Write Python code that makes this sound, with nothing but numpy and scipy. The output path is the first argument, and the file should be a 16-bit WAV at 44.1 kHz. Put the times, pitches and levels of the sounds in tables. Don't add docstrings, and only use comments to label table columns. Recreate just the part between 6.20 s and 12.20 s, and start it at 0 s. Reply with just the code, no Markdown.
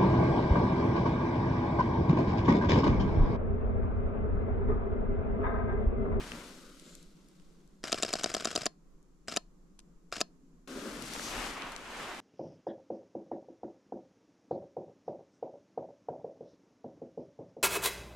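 import sys
import numpy as np
from scipy import signal
from scipy.fft import rfft, irfft, next_fast_len
from scipy.io import wavfile

SR = 44100
rng = np.random.default_rng(int(sys.argv[2]) if len(sys.argv) > 2 else 0)


def wav_record(signal):
    frames = np.transpose(np.atleast_2d(signal))
    bounded = np.clip(frames, -1, 1)
    quanta = np.round(bounded * 32767).astype(np.int16)
    wavfile.write(sys.argv[1], SR, quanta)


N = 264732
SIZE = next_fast_len(N + SR // 2)
TIME = np.arange(N) / SR
FREQ = np.maximum(np.fft.rfftfreq(SIZE, 1 / SR), 1)

# closing slap in seconds, curtain level in dB,
# extra body knock in dB when the cam catches while still in motion.
FRAMES = [(1.7275, 2.5, 2), (1.8319, 1.6, 7.5), (1.937, 1, 6), (2.0423, 0.5, 8), (2.1479, 0.5, 8),
          (2.2544, 0, 6.5), (2.3604, 0.5, 5), (2.4644, 0.5, 8.5), (3.1705, 1, 2.5), (4.013, 1, 0)]
# rise in seconds, clatter in dB, knock in dB, spring in dB.
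COCKING_CONTACTS = [(0.0012, -12.5, -18, -19.5), (.0004, -30.5, -60, -42.5), (0.0006, -25.5, -38.5, -20.5),
                    (0.0016, -18.5, -34.5, -24.5), (0.0025, -13, -28.5, -29), (0.002, -22, -20.5, -24.5)]
CONTACT_LEADS = [.0888, .0950, .0746, .0562, .0494, .0334]
# seconds after the slap, level in dB.
CURTAIN_BOUNCES = [(.0022, -12), (.0035, -13)]

# frequency in Hz, width in Hz, level in dB.
BLADE_MODES = [(1000, 75, -8.5), (1320, 120, -6.5), (1760, 180, -7), (2540, 110, -12), (2770, 490, -9),
               (3200, 260, -7.5), (3820, 160, -4), (4500, 230, -2.5), (4870, 210, 4), (5066, 250, 2),
               (5940, 350, -5), (6760, 310, -7.5), (7360, 510, -8), (10100, 450, -19.5),
               (11370, 730, -36.5)]
BODY_MODES = [(211.6, 63, -4.5), (350.4, 99, -0.5), (453.8, 150, -1.5), (652, 114, 1), (739, 78, -1.5)]
OPENING_MODES = [(1300, 570, -11.5), (2550, 170, -6), (3680, 230, -6), (5000, 240, -21.5), (6000, 540, -8),
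                 (7190, 260, 1), (9600, 1600, -17)]
SPRING_MODES = [(4880, 310, -4.5), (5246, 140, -4)]
AFTER_RING_MODES = [(1050, 31, -5.5), (1310, 87, -2.5), (3219, 41, -13), (4250, 14, -8)]

# frequency in Hz, level in dB.
CRACK_TONE = [(800, -29.5), (1250, -8.5), (2100, -12), (3550, -4), (4150, -14.5), (4860, -9.5),
              (5540, -14.5), (7500, -5), (8650, -22), (11700, -26), (14000, -37.5), (16000, -51.5)]
GEAR_TONE = [(59, -31), (100, -5.5), (513, -4.5), (736, -7), (910, -12), (1420, -2.5), (1830, -8),
             (2750, -8), (4020, -9.5), (5080, -10), (6150, -12), (7940, -11.5), (8460, -19.5),
             (12700, -27.5), (16000, -66.5)]
DULL_TAIL_TONE = [(150, -12), (350, 1), (800, -1.5), (1300, -4), (2600, -5), (5000, -22), (10000, -30)]
# frequency in Hz, level in dB.
SNOW_TONE = [(180, -33), (300, -2), (550, -1.5), (850, 0.5), (1100, 1.5), (2000, -2.5), (3000, -5.5),
             (3900, -14), (5500, -22.5), (8000, -50)]
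THUD_TONE = [(20, -17.5), (35, 9), (70, -6), (140, -1), (250, -6.5), (600, -45)]
JACKET_TONE = [(1180, -43.5), (2000, 2.5), (2360, 0.5), (3580, 3.5), (4380, 3), (7440, 0.5), (11900, -8.5),
               (13400, -15), (16000, -59.5)]
SCUFF_TONE = [(120, -31), (180, -4.5), (250, 3.5), (310, -1), (420, -6), (560, -6.5), (680, -15.5),
              (860, -32), (1050, -18), (1350, -11.5), (1600, -13.5), (1900, -29), (2500, -48.5)]
# frequency in Hz, level in dB.
MURMUR_TONE = [(60, -57.5), (112, -30.5), (140, -11), (175, 0.5), (230, -13), (300, -8.5), (420, -14.5),
               (600, -24.5), (850, -28.5), (1100, -24.5), (1500, -32.5), (2500, -44.5), (5000, -61.5)]
HISS_TONE = [(1000, 0), (3500, -5), (5000, -2), (7400, 2), (8400, -9), (11000, -8), (14000, -25.5),
             (16000, -35)]
RUMBLE_TONE = [(15, 0), (30, 1.5), (45, -9), (65, -19.5), (100, -38.5), (300, -55.5)]

# frequency in Hz, left minus right in dB.
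CAMERA_SIDE = [(150, -2), (600, 4), (1300, 4.5), (2500, 1.5), (5000, -0.8), (8000, 3.5), (12000, 13)]
WALKER_SIDE = [(60, -1.5), (110, 2.5), (200, 0), (380, 1.5), (700, 3.5), (1290, 4), (2380, 5), (4400, 1),
               (8120, 1), (15000, 18)]
# frequency in Hz, likeness from 0 to 1.
CAMERA_LIKENESS = [(200, 1), (2000, 0.77), (6000, 1), (12000, .6)]
WALKER_LIKENESS = [(100, 0.96), (400, 0.96), (1200, 0.8), (3000, 0.4), (6000, 0.54), (12000, .2)]
AIR_LIKENESS = [(100, 0.9), (400, 0.65), (1200, 0.17), (4000, 0.19), (12000, .1)]

# full weight in seconds, attack in seconds, release in seconds,
# crunch in dB, thud in dB, left minus right in dB (crunch only, on top of the stereo lean).
STEPS = [(.01, 0.055, 0.062, -47, -46, -2.5), (.15, 0.068, 0.11, -50.5, -50, 1.5),
         (4.78, 0.27, 0.75, -50.5, -56, 4), (5.2, 0.094, 0.098, -38.5, -49, 0),
         (5.451, 0.11, .08, -42, -64, -5), (5.82, 0.14, 0.21, -42, -57, -3.5)]
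# top speed in seconds, attack in seconds, release in seconds,
# swish in dB, hollow scuff in dB, left minus right in dB (swish only, on top of the stereo lean).
SWISHES = [(.08, .3, 0.26, -52.5, -50.5, 1.5), (.71, 0.14, 0.074, -60.5, -60, 0.5),
           (1.15, 0.68, 0.32, -72.5, -72.5, -0.5), (4.66, 0.24, 0.15, -51.5, -41.5, 2.5),
           (5.05, 0.19, 0.12, -43.5, -48, 0.5), (5.23, 0.095, .09, -44.5, -47, 0.5),
           (5.51, 0.12, 0.069, -57, -52.5, 3), (5.8, 0.13, 0.26, -51, -52.5, -2)]
# middle in seconds, half length in seconds, level in dB,
# centre in Hz, width in Hz of the resonance, which is then applied twice over.
CLOTH_SLIDES = [(0.473, 0.076, -64, 1300, 420), (0.713, 0.065, -65, 7270, 1100),
                (0.735, 0.11, -70, 4100, 1100), (4.621, 0.08, -66, 1350, 446),
                (5.062, 0.024, -45, 6000, 2500), (5.413, 0.03, -50, 2330, 900)]
# start in seconds, level in dB, nominal centre in Hz,
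# rise in seconds, left minus right in dB.
SNAPS = [(.1185, -18.5, 2060, 0.00066, 4), (0.597, -34.5, 6200, .00052, 6),
         (0.752, -29.5, 6500, 0.00052, 4), (0.828, -37.5, 6850, .00052, 3), (1.086, -44, 7000, 0.00056, 3),
         (1.198, -45.5, 4000, 0.00089, 1), (1.476, -49, 8000, .0005, 8), (2.828, -50, 8000, .00048, 3),
         (3.5894, -36, 5580, 0.0021, 5), (3.5896, -40.5, 1490, 0.0017, 7), (3.5923, -34, 6000, .0004, 4),
         (3.599, -41, 4540, 0.00225, -2), (4.823, -22.5, 8000, 0.00029, 9),
         (4.936, -20.5, 8000, 0.00048, 8), (4.952, -19.5, 900, .0007, 1), (4.961, -21, 1400, 0.0007, 1),
         (4.995, -19, 1000, 0.001, 0), (5.421, -19.5, 2500, .0005, -4.5), (5.519, -30, 7100, 0.0012, 7),
         (5.563, -23, 5000, 0.00049, 10.5)]

MOTOR_START_S, MOTOR_STOP_S = .089, .003
MOTOR_DB, MOTOR_SPIN_UP_S, MOTOR_EASE_DB_PER_S = -44, .002, 165
MOTOR_LOAD_DB, MOTOR_LOAD_S = -44.5, 0.011
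DULL_TAIL_DB, DULL_TAIL_S = -60, 0.025
HOUSING_TOP_HZ, SNAP_TOP_HZ, TOP_HZ = 11500, 11500, 15400
STROKE_ROUNDING = .6
SECOND_BOUT_S = 4.475
THUD_LEAD_S = .018
THUD_SHORTNESS = 1.38
MURMUR_DB, MURMUR_SWELL_DB, MURMUR_SWELL_S, MURMUR_SWELL_HALF_S = -65, 3.5, 0.98, .6


def camera():
    sound = through(cocking() + curtains(), causal(treble_rolloff(HOUSING_TOP_HZ)))
    scattered = through(sound, rfft(chatter(rise=0.00018), SIZE))
    direct = spread(sound, scattered, CAMERA_LIKENESS)
    arms = np.array([through(sound, rfft(chatter(rise=0.0019), SIZE)) for _ in range(2)])
    trunk_tails = [grains(spread_db=2) * np.exp(-TIME / 0.029) for _ in range(2)]
    trunks = np.array([through(sound, rfft(tail, SIZE)) for tail in trunk_tails])
    dull_noise = rng.standard_normal((2, N)) * np.exp(-TIME / DULL_TAIL_S)
    dull_tail = through(sound, rfft(dull_noise, SIZE) * colour(DULL_TAIL_TONE))
    surrounded = direct + undb(-13.0) * arms + undb(-57) * trunks + undb(DULL_TAIL_DB) * dull_tail
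    return undb(-2.5) * lean(surrounded, CAMERA_SIDE)


def curtains():
    travel, contact = .0075, .0003
    opening = through(blows(lead=travel, db=-9.5, rise=2 * contact, solid=0.3), modes(OPENING_MODES))
    slide = blows(lead=travel + .002, db=-16, rise=.0028, solid=0)
    impact = blows(lead=0, db=0, rise=contact, solid=1)
    bounces = sum(blows(lead=-lag, db=db, rise=contact, solid=0) for lag, db in CURTAIN_BOUNCES)
    blades = through(undb(-5.5) * impact + undb(-2.5) * bounces, modes(BLADE_MODES))
    after_ring = undb(-18.5) * through(impact, modes(AFTER_RING_MODES))
    slap_noise = blows(lead=contact, db=-8.5, rise=2.1 * contact, solid=0)
    crack = through(slide + slap_noise, colour(CRACK_TONE))
    recoil = blows(lead=travel - 2 * contact, db=-15.5, rise=contact, solid=0.68) + undb(-7) * impact
    return opening + blades + after_ring + crack + through(recoil, modes(BODY_MODES))


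def cocking():
    clatter, knock, spring, effort = np.zeros((4, N))
    for slap, _, catch_db in FRAMES:
        add(effort, slap - MOTOR_START_S, motor_effort())
        for k, (lead, contact) in enumerate(zip(CONTACT_LEADS, COCKING_CONTACTS)):
            rise, clatter_db, knock_db, spring_db = contact
            extra_db = catch_db if k == 0 else 0
            add(clatter, slap - lead, undb(clatter_db) * chatter(rise))
            add(knock, slap - lead + rise, undb([knock_db + extra_db]))
            add(spring, slap - lead, undb(spring_db) * chatter(rise))
    whirr = effort * grains(spread_db=4)
    gears = through(clatter + whirr, colour(GEAR_TONE))
    twang = through(spring + undb(-14.5) * whirr, modes(SPRING_MODES))
    shudder = undb(-14) * through(knock, modes([(90, 50, 0)]))
    return gears + twang + shudder + through(knock, modes(BODY_MODES))


def motor_effort():
    run = MOTOR_START_S - MOTOR_STOP_S
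    age = np.arange(int(run * SR)) / SR
    spin_up = 1 - np.exp(-age / MOTOR_SPIN_UP_S)
    drive = undb(MOTOR_DB - MOTOR_EASE_DB_PER_S * age) * spin_up
    return drive + undb(MOTOR_LOAD_DB) * np.exp((age - run) / MOTOR_LOAD_S)


def blows(lead, db, rise, solid):
    force = np.zeros(N)
    loose = np.sqrt(1 - solid ** 2)
    for slap, frame_db, _ in FRAMES:
        add(force, slap - lead, undb(db + frame_db) * loose * chatter(rise))
        add(force, slap - lead + rise, undb([db + frame_db]) * solid)
    return force


def chatter(rise):
    age = np.arange(SR // 25) / SR / rise
    force = rng.standard_normal(len(age)) * age * np.exp(-age)
    return force / np.linalg.norm(force)


def walker():
    return lean(boots() + clothing(), WALKER_SIDE)


def boots():
    crunch_power, thud_power = np.zeros((2, N)), np.zeros(N)
    for at, attack, release, crunch_db, thud_db, pan_db in STEPS:
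        press = stroke(at, attack, release)
        weight = stroke(at - THUD_LEAD_S, attack / THUD_SHORTNESS, release / THUD_SHORTNESS)
        crunch_power += (undb(crunch_db) * sides(pan_db) * press) ** 2
        thud_power += (undb(thud_db) * weight) ** 2
    snow = friction(SNOW_TONE, spread_db=2.5, flutter_db=0.33, rate=64)
    thud = friction(THUD_TONE, spread_db=2.5, flutter_db=2.5, rate=40)
    return np.sqrt(crunch_power) * snow + np.sqrt(thud_power) * thud


def clothing():
    swish_power, scuff_power = np.zeros((2, 2, N))
    for at, attack, release, swish_db, scuff_db, pan_db in SWISHES:
        speed = stroke(at, attack, release)
        swish_power += (undb(swish_db) * sides(pan_db) * speed) ** 2
        scuff_power += (undb(scuff_db) * speed) ** 2
    jacket = friction(JACKET_TONE, spread_db=2.0, flutter_db=.66, rate=110)
    scuff = friction(SCUFF_TONE, spread_db=2.5, flutter_db=1.5, rate=40)
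    slides = np.zeros(N)
    for at, half, db, hz, width in CLOTH_SLIDES:
        rub = undb(db) * swell(at, half) * rng.standard_normal(N)
        slides += through(rub, narrow_band(hz, width))
    return np.sqrt(swish_power) * jacket + np.sqrt(scuff_power) * scuff + slides


def friction(tone, spread_db, flutter_db, rate):
    grip = undb(flutter_db * walk(rate))
    slips = spread(grains(spread_db), grains(spread_db), WALKER_LIKENESS)
    return through(slips * grip, colour(tone))


def grains(spread_db):
    sizes_db = spread_db * np.repeat(rng.standard_normal(N // 16 + 1), 16)[:N]
    return unit(rng.standard_normal(N) * undb(sizes_db))


def stroke(at, attack, release):
    age = (TIME - at) / np.where(TIME < at, attack, release)
    heard = (TIME >= SECOND_BOUT_S) | (at < SECOND_BOUT_S)
    return heard * np.exp(STROKE_ROUNDING - np.hypot(age, STROKE_ROUNDING))


def snaps():
    out = np.zeros((2, N))
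    for at, db, hz, rise, pan_db in SNAPS:
        band = signal.butter(2, [hz / 2, min(1.64 * hz, SR / 3)], "bandpass", fs=SR, output="sos")
        for track, gain in zip(out, sides(pan_db)):
            force = 2.1 * chatter(rise)
            force[int(rise * SR)] += 1
            snap = signal.sosfilt(band, force)
            add(track, at, gain * undb(db) * snap / np.linalg.norm(snap))
    return through(out, causal(treble_rolloff(SNAP_TOP_HZ)))


def wood():
    murmur, hiss, rumble = (air(tone) for tone in (MURMUR_TONE, HISS_TONE, RUMBLE_TONE))
    waver_db = 1.0 * walk(rate=15)
    murmur_db = MURMUR_DB + MURMUR_SWELL_DB * swell(MURMUR_SWELL_S, MURMUR_SWELL_HALF_S) + waver_db
    rumble_db = -61.0 + 1.5 * walk(rate=8.1)
    hum = through(rng.standard_normal(N), narrow_band(255.4, 54)) * swell(at=4.3, half=0.24)
    return murmur * undb(murmur_db) + undb(-79.5) * hiss + rumble * undb(rumble_db) + undb(-64.5) * hum


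def air(tone):
    return through(spread(*rng.standard_normal((2, N)), AIR_LIKENESS), colour(tone))


def undb(db):
    return 10 ** (np.asarray(db) / 20)


def unit(x):
    return x / np.sqrt(np.mean(np.abs(x) ** 2))


def add(track, at, sound):
    start = int(at * SR)
    track[start:start + len(sound)] += sound[:N - start]


def swell(at, half):
    return np.exp(-((TIME - at) / half) ** 2 / 2)


def walk(rate):
    points = rng.standard_normal(N // 64)
    return np.interp(TIME * rate, np.arange(N // 64), points) * np.sqrt(3 / 2)


def through(x, response):
    return irfft(rfft(x, SIZE) * response, SIZE)[..., :N]


def along(points):
    hz, value = np.transpose(points)
    return np.interp(np.log(FREQ), np.log(hz), value)


def causal(gain):
    cepstrum = irfft(np.log(gain + 1e-9), SIZE)
    cepstrum[1:SIZE // 2] *= 2
    cepstrum[SIZE // 2 + 1:] = 0
    return unit(np.exp(rfft(cepstrum)))


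def colour(points):
    return causal(undb(along(points)))


def modes(table):
    total = 0
    for k, (hz, width, db) in enumerate(table):
        detune = (FREQ / hz - hz / FREQ) * hz / width
        total = total + (-1) ** k * undb(db) / (1 + 1j * detune)
    return causal(np.abs(total))


def narrow_band(hz, width):
    return unit(modes([(hz, width, 0)]) ** 2)


def treble_rolloff(top_hz):
    return 1 / np.sqrt(1 + (FREQ / top_hz) ** 10)


def spread(mid, side, likeness):
    alike = np.clip(along(likeness), 0, 1)
    shared = through(mid, np.sqrt((1 + alike) / 2))
    opposed = through(side, np.sqrt((1 - alike) / 2))
    return shared + np.array([[1], [-1]]) * opposed


def sides(pan_db):
    return undb(np.array([[.5], [-.5]]) * pan_db)


def lean(x, balance):
    gains = sides(along(balance))
    return through(x, gains / gains.mean(axis=0))


def scene():
    return camera() + walker() + snaps() + wood()


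def record(dry):
    return signal.sosfilt(signal.ellip(8, .2, 70, TOP_HZ, fs=SR, output="sos"), dry)


dry = scene()
out = record(dry)
wav_record(out)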